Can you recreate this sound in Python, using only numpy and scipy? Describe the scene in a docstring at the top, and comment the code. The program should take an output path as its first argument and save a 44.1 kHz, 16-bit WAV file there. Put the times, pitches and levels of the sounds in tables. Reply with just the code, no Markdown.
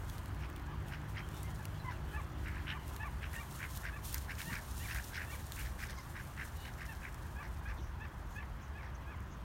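"""Mallards chat on a grassy stream bank, over murmuring water and a low outdoor rumble.
At first a far engine drones under a thin hiss, dry grass rustles and snaps as the ducks walk, and
they start to call: clucks (quick rattles of tiny whistles) and soft peeps, most with two voices.
From about 1 s small birds chip now and then. The engine fades out by 3.6 s, then the hiss eases.
Steps and clucks are strongest around 4 to 5 s and grow quieter toward the end."""
import sys
import numpy as np
from scipy import signal
from scipy.fft import rfft, irfft, next_fast_len
from scipy.io import wavfile
from scipy.ndimage import uniform_filter1d, map_coordinates

SR = 44100
rng = np.random.default_rng(int(sys.argv[2]) if len(sys.argv) > 2 else 0)


def int16_out(signal):
    """Quantize to a 16-bit WAV file."""
    q = np.round(np.clip(np.atleast_2d(signal).T, -1, 1) * 32767)
    wavfile.write(sys.argv[1], SR, q.astype(np.int16))


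N = 416289


# each cluck: (middle [s], rough length [s], relative level [dB], centre pitch [Hz], nasal boost [dB])
CLUCKS = [(0.436, 0.058, -51.5, 2400, -7.5), (0.937, 0.059, -46, 2190, -10),
          (1.183, 0.057, -43.5, 2424, -10), (1.913, 0.038, -47, 1904, -9), (2.473, 0.077, -45.5, 1912, -17),
          (2.56, .16, -50, 1890, -15), (2.704, .07, -39, 2560, -16), (3.244, 0.06, -44.5, 2360, -16),
          (3.354, .045, -45.5, 2140, -25), (3.63, 0.07, -41.5, 2083, -19), (3.866, .072, -41.5, 1910, -13),
          (4.153, .045, -47.5, 1885, -20), (4.308, 0.048, -41, 1920, -12), (4.407, 0.062, -45, 2270, -9),
          (4.554, 0.077, -40, 1953, -12), (4.912, .065, -41.5, 1948, -8), (4.975, 0.062, -41, 1960, -14),
          (5.157, 0.059, -42, 1936, -3.5), (5.209, 0.087, -42, 2000, -16), (5.601, 0.066, -45.5, 2200, -18),
          (5.662, 0.037, -48, 1910, -6), (5.829, 0.08, -44, 2050, -10), (5.909, .058, -49.5, 1976, 0.5),
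          (6.179, 0.067, -45, 1925, -15), (6.411, 0.068, -41.5, 1990, -17), (6.668, .066, -49.5, 2275, -11),
          (6.821, 0.072, -46, 1940, -11.5), (7.055, 0.075, -45.5, 2036, -24),
          (7.454, 0.06, -49.5, 1890, -10), (7.701, 0.053, -48, 1906, -11), (8.054, .035, -54, 2010, -10),
          (8.419, 0.034, -53, 1956, -17), (8.856, 0.1, -52.5, 1927, -11)]
# how a duck's throat and bill colour a cluck: (frequency [Hz], level [dB])
THROAT = [(600, -32), (1200, 1.5), (1600, 7), (2000, 1.5), (2400, 0), (2900, 0), (3400, -5.5), (3900, -3),
          (4600, -25), (6500, -34), (10000, -45)]
# the high, nasal ring of a cluck: (frequency [Hz], level [dB])
NASAL_RING = [(2000, -27), (3200, -2.5), (3900, -3.5), (4700, -2), (5100, -1), (5400, 1), (5800, -4),
              (6300, -10), (7500, -26), (12000, -40)]
def clucks(pulses_per_s=87, sweep_octaves=0.88, rasp=0.46, gain_db=-6.5, nasal_db=-4):
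    """The duck's voice box opens about 90 times a second; each opening is a tiny rising whistle."""
    out = np.zeros(N)
    usual_hz = np.median(np.array(CLUCKS)[:, 3])
    for middle, length, db, hz, ring_db in CLUCKS:
        rate = pulses_per_s * (1 + .03 * rng.standard_normal())
        half = int(.72 * length * SR)
        t = np.arange(-half, half) / SR
        n = len(t)
        effort = np.cos(np.pi * t / (t[-1] - t[0])).clip(0)
        # each pulse opens faster than it closes, and no two are quite alike
        cycle = (t * rate + .5 + .07 * wobble(90, n)) % 1
        opening = np.sin(np.pi * cycle ** .87) ** .96 * amp(2.6 * wobble(138, n))
        # higher calls sweep further; more effort tightens the voice box and lifts the pitch
        sweep = sweep_octaves * hz / usual_hz * (cycle - .45)
        lift = .294 * (effort - .7)
        shake = .0897 * wobble(109.2, n) + .081 * wobble(443, n)
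        phase = turns(hz * 2 ** (sweep + lift + shake))
        # higher calls come from a wider bill, which makes the throat ring higher
        throat = np.array(THROAT) * [(hz / usual_hz) ** .13, 1]
        breath = unit(coloured(rng.standard_normal(n), throat))
        body = unit(coloured((np.sin(phase) + rasp * breath) * opening * effort ** 1.4, throat))
        # an overtone and rushing air ring high in the bill at the peak of the call
        airy_tone = .14 * np.sin(2 * phase) + rng.standard_normal(n)
        ring = unit(coloured(airy_tone * opening ** .98 * effort ** 2.3, NASAL_RING))
        add(out, middle + t[0], amp(db + gain_db) * (body + amp(ring_db + nasal_db) * ring))
    return out


# two-voiced peeps: (start [s], low note's rough length [s], its pitch [Hz], its relative level [dB],
# high note's relative level [dB], brightness [dB per octave])
PEEPS = [(.675, 0.05, 840, -59, -58, -8), (2.13, 0.055, 855, -51.5, -50.5, -2.5),
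         (2.705, 0.051, 883, -50.5, -52, -2), (2.993, .063, 877, -48.5, -49, -1.5),
         (3.356, 0.053, 937, -52.5, -51, 7), (3.921, 0.053, 865, -52.5, -56, 0.5),
         (4.452, 0.065, 925, -51, -54, 4), (4.793, 0.053, 950, -58, -53.5, 12),
         (5.271, 0.057, 910, -57, -53, 9), (7.357, 0.055, 846, -54, -53.5, -1),
         (7.648, 0.062, 832, -52.5, -61, -1), (7.999, 0.057, 875, -52, -61, 2),
         (8.352, 0.058, 860, -54, -57, 2.5), (8.749, .048, 860, -57, -55, 3),
         (9.06, 0.064, 840, -57.5, -59.5, 3)]
# one voice alone:
# (start [s], rough length [s], pitch [Hz], relative level [dB], brightness [dB per octave])
LONE_PEEPS = [(1.584, 0.04, 849, -59, -11), (1.845, .068, 1015, -48, -6), (5.971, 0.036, 1053, -56, 0),
              (6.876, 0.058, 898, -51, 1)]
def peeps(high_hz=1190):
    """One side of the voice box sings and the other joins late and higher; sometimes one sings alone."""
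    # pitch at the start, middle and end of a note, as multiples of its own pitch
    rising, arched, flat = (.945, 1, 1.045), (.86, 1, .77), (1.03, 1, .985)
    out = np.zeros(N)
    for start, length, hz, low_db, high_db, brightness in PEEPS:
        add(out, start, peep_note(length, hz, rising, low_db, brightness))
        add(out, start + .7 * length, peep_note(.82 * length, high_hz, arched, high_db, brightness))
    for start, length, hz, db, brightness in LONE_PEEPS:
        add(out, start, peep_note(length, hz, flat, db, brightness))
    return out


# how the nearly closed bill colours a peep: (frequency [Hz], level [dB])
BILL = [(700, -25), (870, -7.5), (1150, 1), (1750, 0), (2350, -5), (2650, -8.5), (3500, -22.5), (4700, -42)]
def peep_note(length, hz, shape, db, brightness, rattle_hz=95, flutter_db=3, pivot_hz=1660):
    """One whistle and its overtones (multiples of its pitch) pass through the bill."""
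    n = int(1.08 * length * SR)
    progress = np.linspace(0, 1, n)
    pitch = hz * np.polyval(np.polyfit([0, .5, 1], shape, 2), 1.08 * progress)
    # as the air runs out, the note sags, grows hoarse and breaks into a rattle
    tiring = progress ** 4
    sag = 1 - .216 * tiring ** 2
    rattle = .53 * tiring * np.sin(turns(rattle_hz * (1 + .11 * wobble(51, n))))
    waver = .014 * wobble(210, n)
    hoarseness = .038 * tiring * wobble(950, n)
    phase = turns(pitch * sag * (1 + waver + hoarseness + .18 * rattle))
    tone = np.zeros(n)
    for k in range(1, 5):
        tone += amp(along(BILL, k * hz) + brightness * np.log2(k * hz / pivot_hz)) * np.sin(k * phase)
    swell = np.abs(np.sin(np.pi * progress)) ** .5 * amp(db + flutter_db * wobble(140, n))
    return np.sqrt(2) * tone * swell * (1 + rattle)


# the tone colour of dry grass: (frequency [Hz], level [dB])
DRY_GRASS = [(1470, -29), (2500, -6), (3060, -1.5), (4220, -1.5), (4890, -5), (5240, -2.5), (7250, -1),
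             (7650, -3.5), (9210, -0.5), (10300, -2.5), (12800, -2), (15800, -5.5)]
def grass(cracks_per_s=800, gain_db=2):
    """Blades brush in a hiss while tiny cracks, each with its own pitch, run through the straw."""
    t = np.arange(64) / SR
    when, pitch, size = rng.random((int(cracks_per_s * N / SR), 3)).T[:, :, None]
    hz = 4500 + 11000 * pitch
    strength = amp(-6 * np.log(size + .021))  # many faint cracks, a few loud ones
    cracks = strength * np.sin(2 * np.pi * hz * t) * np.exp(-t * hz / 2)
    positions = (when * N).astype(int) + np.arange(len(t))
    crackle = np.bincount(positions.ravel(), cracks.ravel(), N)[:N]
    rustle = .84 * unit(crackle) + 2.12 * rng.standard_normal(N)
    flicker = amp(1.7 * wobble(70))
    return amp(gain_db) * treading() * unit(coloured(rustle * flicker, DRY_GRASS))


# steps and shuffles: (loudest moment [s], rough length [s], relative level [dB])
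STEPS = [(0.11, 0.13, -62.5), (.89, 0.13, -65), (1.096, 0.069, -64), (1.365, 0.22, -61.5),
         (2.11, 0.24, -66), (2.427, .16, -67), (2.89, 0.15, -60.5), (3.353, 0.22, -58.5),
         (3.544, 0.17, -56), (3.729, 0.15, -54), (4.059, 0.09, -51), (4.128, 0.15, -52),
         (4.398, 0.12, -51.5), (4.49, 0.11, -52.5), (4.8, 0.18, -54.5), (4.93, 0.15, -55.5),
         (5.052, .09, -55), (5.318, 0.33, -59), (5.568, 0.17, -53), (5.816, 0.14, -57.5), (6.23, 0.14, -68),
         (6.453, 0.11, -64.5), (6.58, .17, -64), (6.868, 0.066, -63), (7.022, 0.22, -69), (8.32, .1, -68)]
# the flock's constant stirring in the grass: (time [s], relative level [dB])
STIRRING = [(0, -64.5), (.75, -73.5), (1.6, -65.5), (2.25, -72), (2.65, -67), (4, -65), (4.7, -57.5),
            (5.45, -62), (6.05, -63.5), (7.25, -66), (8.1, -73.5), (9.44, -75)]
def treading(press_share=0.26, settle_share=0.7):
    """How hard the grass is stirred: each foot presses down quickly, then the straw settles."""
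    t = np.arange(N) / SR
    stir_db, = curves(STIRRING)
    power = amp(stir_db) ** 2
    for peak, length, db in STEPS:
        width = length * np.where(t < peak, press_share, settle_share)
        step = amp(db) * np.exp(-((t - peak) / width) ** 2)
        power += step ** 2
    return np.sqrt(power)


# breaking stalks: (time [s], relative level [dB], ring pitch [Hz])
SNAPS = [(0.0983, -31.5, 4130), (.182, -33.5, 4630), (.2585, -38.5, 11600), (0.3464, -42, 2980),
         (.5, -35, 2640), (0.5624, -35, 3960), (.597, -42, 3060), (.884, -37, 3072), (1.289, -38, 2820),
         (1.4316, -28.5, 12300), (1.6538, -30.5, 2700), (2.88, -34, 12300), (2.9637, -33, 4600),
         (3.333, -35, 12000), (3.7736, -26.5, 12200), (4.129, -27, 12800), (4.144, -19, 12600),
         (4.181, -29, 7090), (4.417, -25, 3900), (4.9473, -26.5, 2890), (5.521, -27, 3670),
         (5.5943, -30, 9590), (7.1442, -39, 7150), (9.205, -44, 2570)]
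def snaps(crack_s=0.0057, tail_s=0.022, gain_db=-3):
    """A stalk breaks with a sharp crack and a very brief ring."""
    out = np.zeros(N)
    t = np.arange(SR // 25) / SR
    for start, db, hz in SNAPS:
        burst = rng.standard_normal(len(t)) * (amp(-60 * t / crack_s) + .24 * amp(-60 * t / tail_s))
        crack = signal.lfilter(*signal.butter(2, 2300, "high", fs=SR), burst)
        ring = signal.lfilter(*signal.iirpeak(hz, Q=4, fs=SR), burst)
        snap = unit(crack) + .59 * unit(ring)
        add(out, start, amp(db + gain_db) * snap / np.abs(snap).max())
    return out


# low bumps: (start [s], length [s], first pitch [Hz], last pitch [Hz], level [dB], pitch shake [share])
BUMPS = [(.3, 0.243, 61, 62.6, -38.5, .05), (4.468, 0.024, 193, 131, -36, 0.35),
         (4.51, 0.037, 106, 124, -35.5, 0.15), (4.51, 0.031, 253, 222, -39, 0.37),
         (7.775, 0.053, 242, 416, -48.5, 0.033)]
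def bumps():
    """Soft bumps and plops: short, low tones that slide in pitch."""
    return glides(BUMPS)


# bird calls: (start [s], length [s], first pitch [Hz], last pitch [Hz], level [dB], pitch shake [share])
BIRD_CHIPS = [(1.2, 0.074, 3150, 3100, -59, 0.0091), (1.3, 0.16, 3560, 3700, -62, 0.034),
              (1.41, 0.12, 2120, 2080, -56.5, 0.033), (1.785, 0.044, 4150, 3960, -58, .015),
              (5.93, 0.12, 5360, 5460, -57, 0.16), (6.53, 0.22, 3950, 4010, -59.5, 0.1),
              (6.55, 0.18, 2900, 2960, -59, 0.032), (7.76, 0.063, 3770, 3570, -60, .09),
              (7.74, 0.18, 5700, 6100, -65.5, 0.064), (8.26, 0.16, 6700, 6500, -66, 0.062),
              (8.59, 0.091, 6100, 6200, -64.5, 0.092), (8.94, 0.03, 5970, 6370, -59.5, 0.054),
              (9.29, 0.076, 6100, 6260, -64, 0.1)]
def small_birds():
    """Small birds give short, high chips, some clear and some hoarse."""
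    return glides(BIRD_CHIPS)


# how long the echo lasts: (frequency [Hz], time to fade by 60 dB [s])
ECHO_FADE = [(300, 0.1), (2000, 0.21), (10000, 0.051)]
def bank_echo(calls, delay_samples=300):
    """The ground and the far bank scatter the calls back as a thin echo."""
    hz, t, noise = signal.stft(rng.standard_normal(SR // 2), SR, nperseg=256)
    fade = amp(-60 * t / along(ECHO_FADE, hz)[:, None])
    tail = signal.istft(noise * fade, SR, nperseg=256)[1]
    return signal.fftconvolve(np.pad(calls, (delay_samples, 0)), tail / np.linalg.norm(tail))[:N]


# the far engine: (time [s], firing rate [Hz], overall level [dB], brightness [dB per octave])
ENGINE = [(0, 47.9, -51.5, 0), (.6, 49, -49.5, 1), (.95, 49.7, -46.5, -3), (1.3, 50.5, -48, -1.5),
          (1.8, 51.6, -45, -5), (2.1, 51.2, -55.5, 4), (2.5, 50.7, -53.5, 4), (3, 48.5, -57.5, 3),
          (3.6, 48, -85, 0)]
# the tones of its exhaust: (multiple of the firing rate [number], relative level [dB])
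EXHAUST_TONES = [(2, -0.5), (3, -2.5), (4, -13.5), (5, -15.5), (6, -11), (7, -13), (8, -20)]
def engine(waver_db=2.5):
    """Only the low tones of the exhaust carry this far, each fading in and out."""
    firing_hz, db, brightness = curves(ENGINE)
    phase = turns(firing_hz * (1 + .0055 * wobble(12)))
    drone = np.zeros(N)
    for k, tone_db in EXHAUST_TONES:
        drone += amp(tone_db + brightness * np.log2(k / 2) + waver_db * wobble(9)) * np.sin(k * phase)
    return amp(db) * drone


# the tone colour of the steady rumble: (frequency [Hz], level [dB])
RUMBLE_COLOUR = [(13, -58), (22, -34), (43, -5.5), (64, 0), (114, -10), (141, -9), (166, -18.5), (186, -16),
                 (258, -25.5), (354, -25), (450, -35.5), (580, -72), (990, -120)]
# swells of the deepest rumble: (middle [s], half length [s], level [dB])
SWELLS = [(2.5, 0.11, -47), (3.1, 0.12, -55), (5.695, 0.22, -47.5), (7.68, 0.34, -49)]
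# the tone colour of those swells: (frequency [Hz], level [dB])
SWELL_COLOUR = [(15, -44), (30, -8), (55, 0), (75, -4), (110, -20), (250, -50), (600, -110)]
def rumble(start_db=-44, fade_db_per_s=0.22):
    """A low outdoor rumble slowly fades, with a few deep swells."""
    t = np.arange(N) / SR
    steady = amp(start_db - fade_db_per_s * t - .05 * wobble(7.8))
    swells = sum(amp(db) * np.exp(-((t - middle) / half) ** 2) for middle, half, db in SWELLS)
    return steady * rush(RUMBLE_COLOUR, patchy_db=.4) + swells * rush(SWELL_COLOUR, patchy_db=-1.7)


# the tone colour of the water: (frequency [Hz], level [dB])
WATER_COLOUR = [(150, 3), (300, -1.5), (440, -3.5), (700, -1), (1000, 1.8), (1300, -1.5), (1700, -3),
                (2200, -10.5), (3000, -19), (4500, -23), (6300, -24.5), (9000, -35.5), (15000, -29.5)]
def stream(start_db=-52.5, fade_db_per_s=0.18):
    """Running water murmurs and slowly gets a little quieter."""
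    t = np.arange(N) / SR
    return amp(start_db - fade_db_per_s * t) * rush(WATER_COLOUR, patchy_db=1.18)


# how loud the distant hiss is: (time [s], level [dB])
HISS_LEVEL = [(0, -68), (1.4, -66.5), (2.9, -66.5), (4.5, -71.5), (9.44, -71.5)]
# its tone colour: (frequency [Hz], level [dB])
HISS_COLOUR = [(1200, -33), (2200, -6), (2800, -0.5), (3300, -1), (3700, -10), (4500, -10.5), (7000, -40)]
def distant_hiss():
    """A thin, high hiss far away drops back after the first three seconds."""
    db, = curves(HISS_LEVEL)
    return amp(db) * rush(HISS_COLOUR, patchy_db=3.5)


def glides(rows):
    """Short, soft-edged tones that slide in pitch; shaking the pitch fast makes them hoarse."""
    out = np.zeros(N)
    for start, length, first_hz, last_hz, db, shake in rows:
        n = int(length * SR)
        pitch = np.linspace(first_hz, last_hz, n) * (1 + shake * wobble(800, n))
        add(out, start, amp(db) * np.hanning(n) * np.sin(turns(pitch)))
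    return out


def rush(colour, patchy_db):
    """Rushing noise with random louder and softer patches across pitch and time."""
    noise = signal.stft(rng.standard_normal(N), nperseg=512)[2]
    patches = uniform_filter1d(rng.standard_normal(noise.shape), 4, axis=0)
    patches = uniform_filter1d(patches, 10, axis=1)
    uneven = signal.istft(noise * amp(patchy_db * unit(patches)), nperseg=512)[1][:N]
    return unit(coloured(uneven, colour))


def amp(db):
    """Turn decibels into a number to multiply a sound by."""
    return 10 ** (np.asarray(db) / 20)


def unit(x):
    """Scale a sound to an average strength (rms) of 1."""
    return x / np.sqrt(np.mean(x ** 2) + 1e-20)


def along(points, hz):
    """Read between (frequency, value) points, with octaves evenly spaced."""
    frequencies, values = np.transpose(points)
    return np.interp(np.log(hz + 1), np.log(frequencies + 1), values)


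def curves(rows):
    """Turn each column after the time into one value per sample."""
    times, *columns = np.transpose(rows)
    return [np.interp(np.arange(N) / SR, times, column) for column in columns]


def wobble(rate, size=N):
    """A smooth curve through `rate` random points a second."""
    points = rng.standard_normal(int(size * rate / SR) + 4)
    return map_coordinates(points, [np.arange(size) * rate / SR])


def filtered(x, response):
    """Multiply each frequency in a sound by response(frequency)."""
    size = next_fast_len(len(x) + 8192)
    return irfft(rfft(x, size) * response(np.fft.rfftfreq(size, 1 / SR)), size)[:len(x)]


def coloured(x, colour):
    """Give a sound the tone colour of a (frequency [Hz], level [dB]) table."""
    return filtered(x, lambda hz: amp(along(colour, hz)))


def turns(hz):
    """The phase (angle turned so far) of a tone whose pitch moves."""
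    return 2 * np.pi * np.cumsum(hz) / SR


def add(track, start, sound):
    """Mix a sound into the track at `start` seconds."""
    i = max(0, round(start * SR))
    track[i:i + len(sound)] += sound[:max(0, N - i)]


def scene(echo_db=-17):
    """Ducks and birds with their echo, over the grass and the background, in one channel."""
    calls = clucks() + peeps() + small_birds()
    ground = grass() + snaps() + bumps()
    echo = amp(echo_db) * bank_echo(calls)
    background = engine() + rumble() + stream() + distant_hiss()
    return (calls + echo + ground + background)[None]


# the microphone's narrow dip in the treble: (frequency [Hz], level [dB])
TREBLE_DIP = [(9700, 0), (10400, -4), (11200, 0)]
def record(dry, top_hz=15900):
    """The microphone softens a narrow band of treble, and everything above top_hz is cut."""
    return np.array([filtered(coloured(channel, TREBLE_DIP), lambda hz: hz < top_hz) for channel in dry])


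dry = scene()
out = record(dry)
int16_out(out)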